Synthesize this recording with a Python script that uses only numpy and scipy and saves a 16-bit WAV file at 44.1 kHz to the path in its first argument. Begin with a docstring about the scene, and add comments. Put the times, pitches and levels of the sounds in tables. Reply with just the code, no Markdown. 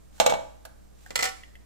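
"""Food processor disc and lid in a kitchen

A slicing disc drops onto the spindle, bounces and settles in the hollow plastic bowl; a second later the
hard lid is dragged and picked up with a clatter. Blows are damped noise bursts plus ringing modes; sliding
is random grains; light handling ticks are clusters of damped modes. A noise tail makes the small tiled
kitchen; filtered noise and sines make its air and faint mains hum. A close stereo microphone hears it all.
"""
import sys
import numpy as np
from scipy import signal
from scipy.fft import rfft, irfft, next_fast_len
from scipy.io import wavfile

SR = 44100
rng = np.random.default_rng(int(sys.argv[2]) if len(sys.argv) > 2 else 0)


def inscribe(sig):
    """Save sig as 16-bit PCM at rate SR to the path in sys.argv[1].

    A 1-D sig is mono; a 2-D sig holds one channel per row.
    Samples are clipped to [-1, 1] before scaling.
    """
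    pcm = np.round(np.clip(np.atleast_2d(sig).T, -1, 1) * 32767)
    wavfile.write(sys.argv[1], SR, pcm.astype(np.int16))


N = 72765
T_S = np.arange(N) / SR

# room air spectrum: freq_hz, level_db
AIR_COLOUR = [(20, 0.5), (40, -10.5), (65, -8.5), (95, -9), (210, -14), (300, -20), (600, -23),
              (1100, -30.5), (3200, -39.5), (7800, -36.5), (10000, -38.5), (15000, -43)]
# mains hum partials: freq_hz, mid_db, side_db
HUM_PARTIALS = [(57.2, -52.5, -54.5), (120, -72, -75.5), (191.8, -71.5, -64.5), (300, -74, -85.5)]
# plastic sliding on plastic: start_s, length_s, level_db
SLIDES = [(0.113, 0.14, -50), (0.934, 0.216, -53.5)]
# friction spectrum: freq_hz, gain_db
SLIDE_COLOUR = [(100, -29.5), (600, 1.5), (1500, -3.5), (3200, -2.5), (5000, -4), (7700, 1), (9000, -5),
                (15000, -10)]
# handled plastic: start_s, level_db, pitch_hz, second_pitch_hz, second_db (re first), snap_db (re level)
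TICKS = [(0.181, -51.5, 845, 1610, -4, -8), (0.652, -42, 1627, 1350, -7.5, 2.5),
         (1.0622, -43, 1648, 760, -7.5, -8), (1.434, -44, 1963, 2930, -3, -16),
         (1.5539, -46.5, 1975, 2990, -6, -10.5)]
# tick snap spectrum: freq_hz, gain_db
SNAP_COLOUR = [(100, 0), (350, -2.5), (560, 17), (950, -3.5), (3000, 0.5), (6000, 3), (15000, 1)]
# disc on bowl, last a nudge as the hand lets go:
# start_s, clack_db, ring_db, body_db (re clack), clack_t60_s, crack_db (re clack)
DISC_HITS = [(.2003, -15.5, -30.5, 2.5, 0.084, 12.5), (.2628, -13.5, -27.5, -2, 0.053, 0),
             (.2966, -24.5, -43, 3, 0.1, -5), (.323, -33.5, -39.5, 15.5, 0.031, -10),
             (.338, -33.5, -39, 12, .06, -8), (.652, -58.5, -64, 15, 0.092, -10)]
# lid knocks and rattles: start_s, clack_db, ring_db, body_db (re clack), clack_t60_s, crack_db (re clack)
LID_HITS = [(1.1055, -34.5, -58, 12, 0.05, -10), (1.1556, -15.5, -45, -6, 0.06, -18),
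            (1.15765, -10.5, -46.5, -4.5, 0.034, 2), (1.1705, -29, -49, -2.5, .018, 15),
            (1.178, -26, -46, -1.5, .025, 16), (1.1907, -20, -38.5, 3, 0.072, 1.5),
            (1.2075, -22, -54, -3, 0.071, -7), (1.2255, -15.5, -42, 1, 0.045, -17),
            (1.2295, -14, -36, -7.5, 0.047, -7.5), (1.24, -17, -48.5, -4, 0.1, -5),
            (1.2545, -18, -38, -22, 0.06, 0), (1.273, -29.5, -40.5, -0.5, 0.069, -2),
            (1.289, -27, -49.5, -6, 0.053, 2)]
# dense, quickly damped modes of disc and bowl: freq_hz, gain_db
DISC_COLOUR = [(60, -13), (130, 2.5), (240, 2), (380, -0.5), (560, 14), (830, 17.5), (1080, 1.5),
               (1550, 4.5), (1850, -0.5), (2300, 2), (3200, 3), (4200, 2), (4700, -5), (5500, 0), (7800, 2),
               (8900, -9), (15000, -14)]
# dense, quickly damped modes of the lid: freq_hz, gain_db
LID_COLOUR = [(60, -14.5), (150, -6), (330, -4), (550, 4.5), (900, -1.5), (1550, -7.5), (1950, 1.5),
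              (2700, -3), (4100, -3.5), (5200, -2.5), (6600, -2.5), (7600, 0), (8500, -8.5), (15000, -14.5)]
# long modes of disc and bowl: freq_hz, mid_db, side_db, t60_s
DISC_MODES = [(494.5, -7, 7, 0.27), (527.5, -10, 1, 0.36), (551.7, -9, -14.5, 0.49), (581, -8, 0.5, 0.4),
              (633, -16, -5, 0.66), (650.2, -6.5, 3, 0.27), (805, -15, -15, 0.37), (843, 1, -10, 0.35),
              (930, -22.5, -25, 0.061), (1157, -8, -33.5, 0.14), (1312, -16.5, -6.5, .35),
              (2245.6, -10.5, -5.5, 0.29), (2813, -13.5, -12.5, 0.16), (4005, -11, -19.5, 0.18)]
# long modes of the lid: freq_hz, mid_db, side_db, t60_s
LID_MODES = [(480, -10, -2.5, 0.14), (510.5, -11, -7, 0.11), (690, -22.5, -14, 0.075), (767.3, -8, -3, 0.3),
             (1138, -7, -10, 0.2), (1328.6, -0.5, 5.5, 0.13), (1454, -9, -12, 0.21), (1797, -1, 0, 0.14),
             (1968, 2, 5.5, 0.093), (2023, 4.5, 4.5, 0.084), (2425, -7, -1.5, 0.11),
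             (2967, -2, -1.5, 0.064), (5600, -43, -9, 0.29), (7870, -17, 0, .16)]
# kitchen reverberation spectrum: freq_hz, gain_db
ROOM_COLOUR = [(100, 0.5), (300, -3.5), (600, -11.5), (1200, -3.5), (2500, -10), (5000, -10.5), (7500, -13),
               (10000, -8.5), (15000, -17.5)]
# stereo width of diffuse sound: freq_hz, side_re_mid_db
WIDTH = [(50, -0.5), (110, 6.5), (200, 8), (650, 7.5), (1300, -1), (2400, -2), (8000, -1.5), (15000, 1)]
# microphone channels, left the duller: freq_hz, gain_db
LEFT_COLOUR = [(60, -1.5), (200, 0), (700, 2.5), (1300, 0), (3000, .5), (7500, -3), (10000, -7),
               (14500, -15)]
RIGHT_COLOUR = [(60, -1), (200, 1), (700, 4), (1300, 1.5), (3000, 1.5), (7500, 1.5), (10000, 0.5),
                (14500, 2.5)]

AIR_DB = -53.5  # RMS, mid and side powers summed
SLIDE_GRAINS_PER_S = 5000
TICK_T60_S, TICK_RISE_S, TICK_SIDE_DB = 0.04, 0.00062, 1  # rise is a time constant
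TICK_CLUSTER = 0.077  # nominal relative spacing of the three modes in a cluster
CRACK_TAU_S, BODY_HZ = 0.00015, 1310  # crack decay time constant; body/crack crossover
SAME_SHARE = 0.69  # power share of the clack alike in all blows on a part
RING_SPREAD_DB, RING_ROOM_DB = 1.5, -6.5  # random spread per mode; send to room, re clacks
EARLY_T60_S, LATE_T60_S, LATE_DB = 0.25, 0.6, -3
ROOM_DELAY_S = 0.0055  # silence before the tail, then as long again to fade in
CUTOFF_HZ = 16100


def from_db(db):
    """Decibels to amplitude ratio."""
    return 10 ** (np.asarray(db) / 20)


def colour(x, points):
    """Causal minimum-phase filter through (freq_hz, gain_db) points, by folding the cepstrum."""
    size = next_fast_len(N + SR // 4, True) // 2 * 2
    hz, db = np.transpose(points)
    grid_hz = np.maximum(np.arange(size // 2 + 1) * SR / size, 1)
    grid_db = np.interp(np.log(grid_hz), np.log(hz), db)
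    cepstrum = irfft(np.log(from_db(grid_db)))
    cepstrum[1:size // 2] *= 2
    cepstrum[size // 2 + 1:] = 0
    response = np.exp(rfft(cepstrum))
    return irfft(rfft(x, size) * response)[..., :N]


def widen(x):
    """Power-preserving mid/side balance of diffuse sound: mostly side in the low mids."""
    hz, db = np.transpose(WIDTH)
    mid_db = -10 * np.log10(1 + from_db(db) ** 2)
    mid = colour(x[0], np.c_[hz, mid_db])
    side = colour(x[1], np.c_[hz, mid_db + db])
    return np.array([mid, side])


def decay(t_s, t60_s):
    """Exponential decay, 60 dB down at t60_s."""
    return np.exp(-np.log(1000) * t_s / t60_s)


def add(out, start_s, x):
    """Mixes x into out from start_s."""
    i = int(start_s * SR)
    out[..., i:i + x.shape[-1]] += x[..., :N - i]


def fine_modes():
    """Random mid/side pattern of modes too dense to tell apart: 0.2 s of white noise."""
    return rng.standard_normal((2, SR // 5))


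def burst(noise, t60_s):
    """Mid and side of one contact: countless modes dying together."""
    return noise * decay(T_S[:noise.shape[1]], t60_s)


def background():
    """Steady room air as coloured noise, mains hum as sines with the side a quarter cycle ahead."""
    air = widen(colour(rng.standard_normal((2, N)), AIR_COLOUR))
    out = from_db(AIR_DB) * air / np.sqrt(2 * np.mean(air ** 2))
    quarter = np.array([[0], [np.pi / 2]])
    for hz, mid_db, side_db in HUM_PARTIALS:
        phase = 2 * np.pi * (hz * T_S + rng.random())
        out += from_db([[mid_db], [side_db]]) * np.sin(phase + quarter)
    return out


def slides():
    """Fine friction grains that swell as a part is pushed along, over a faint bed of grains."""
    out, share = np.zeros((2, N)), SLIDE_GRAINS_PER_S / SR
    grains = rng.standard_normal((2, N)) * (rng.random(N) < share) / np.sqrt(share)
    for start_s, length_s, db in SLIDES:
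        end_s = start_s + length_s
        times_s = [start_s, start_s + 0.68 * length_s, end_s, end_s + .01]
        # end values hold before and after the slide
        swell = np.interp(T_S, times_s, [0.07, 1, 0.92, 0.016])
        out += from_db(db) * grains * swell
    return widen(colour(out, SLIDE_COLOUR))


def ticks():
    """Light touches: two clusters of close, damped modes and a little broadband snap."""
    knocks, snaps = np.zeros((2, N)), np.zeros((2, N))
    t_s = T_S[:SR // 5]
    envelope = decay(t_s, TICK_T60_S) * (1 - np.exp(-t_s / TICK_RISE_S))

    def cluster(hz):
        """Three close modes at random phase."""
        spread = 1 + TICK_CLUSTER * np.arange(-1, 2) * rng.uniform(.5, 1.7, size=3)
        cycles = hz * spread[:, None] * t_s + rng.random((3, 1))
        return np.exp(2j * np.pi * cycles).sum(axis=0) / np.sqrt(3)

    for start_s, db, hz, second_hz, second_db, snap_db in TICKS:
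        modes = cluster(hz) + from_db(second_db) * cluster(second_hz)
        ring = from_db(db) * envelope * modes
        add(knocks, start_s, np.array([ring.imag, from_db(TICK_SIDE_DB) * ring.real]))
        add(snaps, start_s, from_db(db + snap_db) * burst(fine_modes(), TICK_T60_S))
    return knocks + widen(colour(snaps, SNAP_COLOUR))


def clacks(hits, clack_colour):
    """Every blow gives a bright crack and a short clack; blows on one part share much of their fine pattern."""
    out, pattern = np.zeros((2, N)), fine_modes()
    body_filter = signal.butter(1, BODY_HZ, fs=SR)
    crack_filter = signal.butter(2, BODY_HZ, "high", fs=SR)
    for start_s, db, _, body_db, t60_s, crack_db in hits:
        noise = np.sqrt(SAME_SHARE) * pattern + np.sqrt(1 - SAME_SHARE) * fine_modes()
        clack = burst(noise, t60_s)
        body = signal.lfilter(*body_filter, clack)
        contact = fine_modes() * np.exp(-T_S[:clack.shape[1]] / CRACK_TAU_S)
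        crack = signal.lfilter(*crack_filter, contact)
        blow = clack - body + from_db(body_db) * body + from_db(crack_db) * crack
        add(out, start_s, from_db(db) * blow)
    return widen(colour(out, clack_colour))


def rings(hits, modes):
    """Every blow excites the part's long modes, complex one-pole resonators; side a quarter cycle ahead of mid."""
    out = np.zeros((2, N))
    start_s, _, ring_db = np.transpose(hits)[:3]
    spread_db = RING_SPREAD_DB * rng.standard_normal((len(hits), len(modes)))
    strengths = from_db(ring_db[:, None] + spread_db)
    for k, (hz, mid_db, side_db, t60_s) in enumerate(modes):
        blows = np.zeros(N)
        blows[(start_s * SR).astype(int)] = strengths[:, k]
        pole = decay(1 / SR, t60_s) * np.exp(2j * np.pi * hz / SR)
        ring = signal.lfilter([1], [1, -pole], blows + 1e-18)  # offset avoids denormals
        sign = (-1) ** k
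        out += sign * np.array([from_db(mid_db) * ring.imag, from_db(side_db) * ring.real])
    return out


def kitchen(x):
    """Dense early reflections off counter and tiles, then a weaker, longer tail, as decaying noise."""
    tail = decay(T_S, EARLY_T60_S) + from_db(LATE_DB) * decay(T_S, LATE_T60_S)
    tail *= np.clip(T_S / ROOM_DELAY_S - 1, 0, 1)
    response = rng.standard_normal((2, N)) * tail / np.sqrt(np.sum(tail ** 2))
    wet = signal.fftconvolve(x, response, axes=1)[:, :N]
    return colour(wet, ROOM_COLOUR)


def scene():
    """Disc, lid and small noises in the kitchen, turned from mid/side to left/right."""
    contacts = slides() + ticks() + clacks(DISC_HITS, DISC_COLOUR) + clacks(LID_HITS, LID_COLOUR)
    ringing = rings(DISC_HITS, DISC_MODES) + rings(LID_HITS, LID_MODES)
    room = kitchen(contacts + from_db(RING_ROOM_DB) * ringing)
    mid, side = background() + contacts + ringing + room
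    return np.array([mid + side, mid - side])


def record(dry):
    """Microphone: each channel has its own colour; a steep low-pass cuts the top."""
    x = np.array([colour(dry[0], LEFT_COLOUR), colour(dry[1], RIGHT_COLOUR)])
    low_pass = signal.cheby2(16, 60, CUTOFF_HZ, fs=SR, output="sos")
    return signal.sosfilt(low_pass, x)


dry = scene()
out = record(dry)
inscribe(out)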